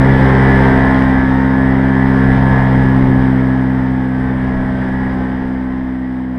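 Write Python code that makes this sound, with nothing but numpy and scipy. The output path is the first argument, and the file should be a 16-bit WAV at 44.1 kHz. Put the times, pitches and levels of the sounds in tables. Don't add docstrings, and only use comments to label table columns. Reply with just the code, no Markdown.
import sys
import numpy as np
from scipy import signal
from scipy.fft import rfft, irfft, next_fast_len
from scipy.io import wavfile

SR = 44100
rng = np.random.default_rng(int(sys.argv[2]) if len(sys.argv) > 2 else 0)


def int16_out(signal):
    q = np.round(np.clip(np.atleast_2d(signal).T, -1, 1) * 32767)
    wavfile.write(sys.argv[1], SR, q.astype(np.int16))


def gain_from_decibels(decibels):
    exponent = np.asarray(decibels, float) / 20
    return 10 ** exponent


N = 281358


def in_time(rows):
    seconds, *columns = np.transpose(rows)
    return [np.interp(np.arange(N) / SR, seconds, column) for column in columns]


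def drift(rate):
    memory = np.exp(-80 * np.pi * rate / SR)
    noise = rng.standard_normal(N // 40 + 2002)
    slow = signal.lfilter([1], [1, -2 * memory, memory * memory], noise)[2000:]
    return np.interp(np.arange(N) / 40, np.arange(len(slow)), slow / slow.std())


# time in seconds, blade passes per second in Hz.
BLADE_RATE = [(0.0, 65.83), (0.58, 65.84), (0.67, 65.49), (1.32, 65.36), (1.77, 65.78), (2.08, 65.64),
              (2.77, 65.01), (3.05, 65.14), (3.33, 64.69), (3.63, 64.83), (4.25, 64.32), (5.06, 64.5),
              (5.4, 64.22), (5.46, 64.01), (5.84, 64.49), (6.38, 63.6)]
# time in seconds, gain in Hz.
BELT_SLIP = [(0, .1), (1.3, .1), (1.6, .12), (3.3, .125), (3.6, .078), (5.0, .078), (5.2, .1), (6.38, .105)]


def angles():
    blade = -.75 + 2 * np.pi * np.cumsum(in_time(BLADE_RATE)[0]) / SR
    crank = blade + 2 * np.pi * np.cumsum(in_time(BELT_SLIP)[0]) / SR
    return blade, crank


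# multiple of the blade rate, level in dB, growth in dB per second,
# share of the propeller load followed.
BLADE_TONES = [
    (1, -4.5, 0.19, .1),
    (2, 4.5, -1.15, .65),
    (3, 0.52, -0.15, 1.1),
    (4, -7.0, 0.42, .01),
    (5, -21, 1.1, .01),
    (6, -9, -4, 0.95),
]
BLADE_LEADS = (-.53, -.15, 0, -.06, -2.32, -1.92)
# multiple of the blade rate, multiple of the crank's slip, level in dB,
# growth in dB per second.
EXHAUST_TONES = [
    (2, 2, -5.5, -0.46),
    (4, 4, -0.65, 1.12),
    (5, 4, -20, 1.8),
    (6, 6, -14, -0.64),
]
EXHAUST_LEADS = (1.43, 1.9, .12, 2.43)
# time in seconds, shift in radians.
EXHAUST_SWAY = [(0, -.04), (1, .073), (1.5, .032), (2, -.097), (2.6, -.09), (3, .09), (3.4, -.03),
                (6.38, .03)]


def low_tones(blade, crank, load_db):
    seconds = np.arange(N) / SR
    slid = 1.08 * (crank - blade) + in_time(EXHAUST_SWAY)[0]
    out = np.zeros(N)
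    for (k, db, growth, share), lead in zip(BLADE_TONES, BLADE_LEADS):
        level_db = db + growth * seconds + share * load_db + 0.23 * drift(8.0)
        out += gain_from_decibels(level_db) * np.cos(round(k) * blade + lead)
    for (k, m, db, growth), lead in zip(EXHAUST_TONES, EXHAUST_LEADS):
        out += gain_from_decibels(db + growth * seconds) * np.cos(round(k) * blade + round(m) * slid + lead)
    return np.sqrt(2) * out


# multiple of the blade rate, level in dB.
UPPER_TONES = [(7, -15.5), (8, -18.5), (9, -19.5), (10, -17), (11, -17.5), (12, -18.5), (13, -16),
               (14, -15), (15, -23.5), (16, -18.5), (17, -24.5), (18, -26.5), (19, -26), (20, -24.5),
               (21, -25), (22, -24.5), (23, -26.5), (24, -17.5), (25, -24), (26, -13.5), (27, -18.5),
               (28, -21), (29, -23), (30, -20), (31, -30.5), (32, -30), (33, -36.5), (34, -37), (35, -32.5),
               (36, -37)]
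# multiple of the blade rate, level in dB.
WHINE = [(56, -42), (76, -49)]
# multiple of the blade rate, blades over firing in dB.
BLADE_SHARE = [(8, -2), (12, -3), (14, -7), (16, -3), (24, -1), (26, -6), (30, -2)]


def upper_tones(blade, crank, shake_db):
    low_db, hum_db, ring_db = -0.5, -1, -1
    firing = crank + 1.377
    out = np.zeros(N)
    for order, level_db in list(UPPER_TONES) + list(WHINE):
        k = round(order)
        path = rng.uniform(0, 2 * np.pi)
        tone = np.cos(k * blade + path)
        if k % 2 == 0 and k < 55:
            share = gain_from_decibels(np.interp(k, *np.transpose(BLADE_SHARE)))
            tone = (share * tone + np.cos(k * firing + path)) / np.hypot(1, share)
        if k > 20:
            group_db = ring_db + shake_db
        elif k > 10:
            group_db = hum_db + 0.51 * shake_db
        else:
            group_db = low_db
        out += gain_from_decibels(group_db + level_db + 1.92 * drift(2.2)) * tone
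    return np.sqrt(2) * out


def airflow(spectrum, patchy_db, rate):
    size = next_fast_len(N)
    octave = np.log2(np.maximum(np.arange(size // 2 + 1) * SR / size, 1))
    hz, level_db = np.transpose(spectrum)
    shape_db = np.interp(octave, np.log2(hz), level_db, left=-90, right=-90)
    colour = rfft(rng.standard_normal(size)) * gain_from_decibels(shape_db)
    out, together = np.zeros(N), drift(rate)
    for centre in np.arange(np.floor(np.log2(hz[0])), np.log2(hz[-1]) + 1):
        share = np.cos(np.clip(octave - centre, -1, 1) * np.pi / 2) ** 2
        flicker_db = patchy_db * (0.86 * together + drift(rate))
        out += irfft(colour * share, size)[:N] * gain_from_decibels(flicker_db)
    return out / out.std()


# pitch in Hz, level in dB per Hz.
WASH_COLOUR = [(30, 0), (300, 3.5), (600, -1.5), (880, 1.5), (1350, -9.5), (1800, -2.5), (2050, -6),
               (2600, -23.5), (3200, -20.5), (4400, -34.5), (5100, -30), (5800, -41), (6200, -39),
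               (7000, -47.5)]


def propeller_wash(blade):
    beat = 1 + .07 * np.cos(blade) + .08 * np.cos(2 * blade - 1.7) + .07 * np.cos(4 * blade)
    return gain_from_decibels(-5) * airflow(WASH_COLOUR, patchy_db=0.64, rate=7.4) * beat


def rattle(blade, crank):
    hz, level_db = np.transpose(WASH_COLOUR)
    out = np.zeros(N)
    wander = [gain_from_decibels(3.1 * drift(2.1)) for _ in range(7)]
    for first, angle, loss_db in ((37, blade, 4.5), (38, crank, 0)):
        turn = np.exp(1j * first * angle).astype(np.complex64)
        step = np.exp(2j * angle).astype(np.complex64)
        for k in range(first, 92, 2):
            colour_db = np.interp(np.log(k * BLADE_RATE[0][1]), np.log(hz), level_db) - loss_db
            path = np.complex64(gain_from_decibels(colour_db - 19.5) * np.exp(2j * np.pi * rng.random()))
            out += wander[k % 7] * (path * turn).real
            turn = turn * step
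    return out


# pitch in Hz, level in dB per Hz.
BUFFET_COLOUR = [(12, -10), (30, -1.5), (90, -7.5), (200, -11), (500, -18.5), (1200, -53)]
# time of the peak in seconds, level in dB.
GUSTS = [(.15, -6.5), (.55, -16), (.87, -10), (1.26, -4.5), (1.7, -7.5), (2.3, -5.5), (2.52, -4),
         (2.8, -10), (3.1, -1), (3.9, -10), (4.3, -3.5), (4.6, -0.5), (4.85, -7.5), (5.15, -3.5),
         (5.45, -5), (5.8, -8)]


def wind_buffet():
    seconds = np.arange(N) / SR
    lull_db, gust_s = -14.5, 0.12
    power = gain_from_decibels(2 * lull_db)
    for at, db in GUSTS:
        power = power + gain_from_decibels(2 * db) * np.exp(-((seconds - at) / gust_s) ** 2)
    return np.sqrt(power) * airflow(BUFFET_COLOUR, patchy_db=-1.2, rate=8.7)


# pitch in Hz, level in dB per Hz.
HISS_COLOUR = [(6000, -25), (7000, -13), (7700, -6), (8300, 0), (9000, -6), (9650, -12), (9900, -8),
               (10500, -10), (12400, -16), (12800, -7), (13500, -15), (14400, -19), (15100, -18),
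               (15400, -32)]


def leaking_hiss(crank):
    puffs_db = .8 * np.cos(crank) + 2 * np.cos(2 * crank - 1.6) + 1.2 * np.cos(4 * crank)
    return gain_from_decibels(-43) * airflow(HISS_COLOUR, patchy_db=0.7, rate=20) * gain_from_decibels(puffs_db)


# time in seconds, propeller load in dB, shaking of the housing in dB.
LOAD = [
    (0, -3.5, 0.5),
    (1, -3, 2),
    (1.5, 0, 3),
    (2, 1.5, 2),
    (2.6, -0.5, 0),
    (3.0, .2, -5),
    (3.4, 0.4, -2),
    (4.8, 1.45, 0),
    (6.38, 1.7, -4.5),
]
# time in seconds, level in dB.
LOUDNESS = [(0.0, -14), (0.59, -12.4), (1.17, -16.5), (1.32, -18.0), (1.87, -19), (2.34, -16.5),
            (2.81, -16.5), (3.7, -22), (4.08, -23), (4.95, -22.3), (5.08, -22), (5.37, -25), (5.97, -28.5),
            (6.38, -29.5)]


def scene():
    blade, crank = angles()
    load_db, shake_db = in_time(LOAD)
    tones = low_tones(blade, crank, load_db) + upper_tones(blade, crank, shake_db)
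    high = propeller_wash(blade) + rattle(blade, crank)
    wind = wind_buffet() + leaking_hiss(crank)
    return (gain_from_decibels(in_time(LOUDNESS)[0]) * (tones + high + wind))[None]


def roll_off(x):
    return signal.sosfilt(signal.butter(12, 15300, fs=SR, output="sos"), x)


def record(dry):
    over = np.maximum(np.abs(dry) - .85, 0)
    limited = dry - np.sign(dry) * (over - .16 * np.tanh(over / .16))
    return roll_off(np.clip(limited, -1, 1))


dry = scene()
out = record(dry)
int16_out(out)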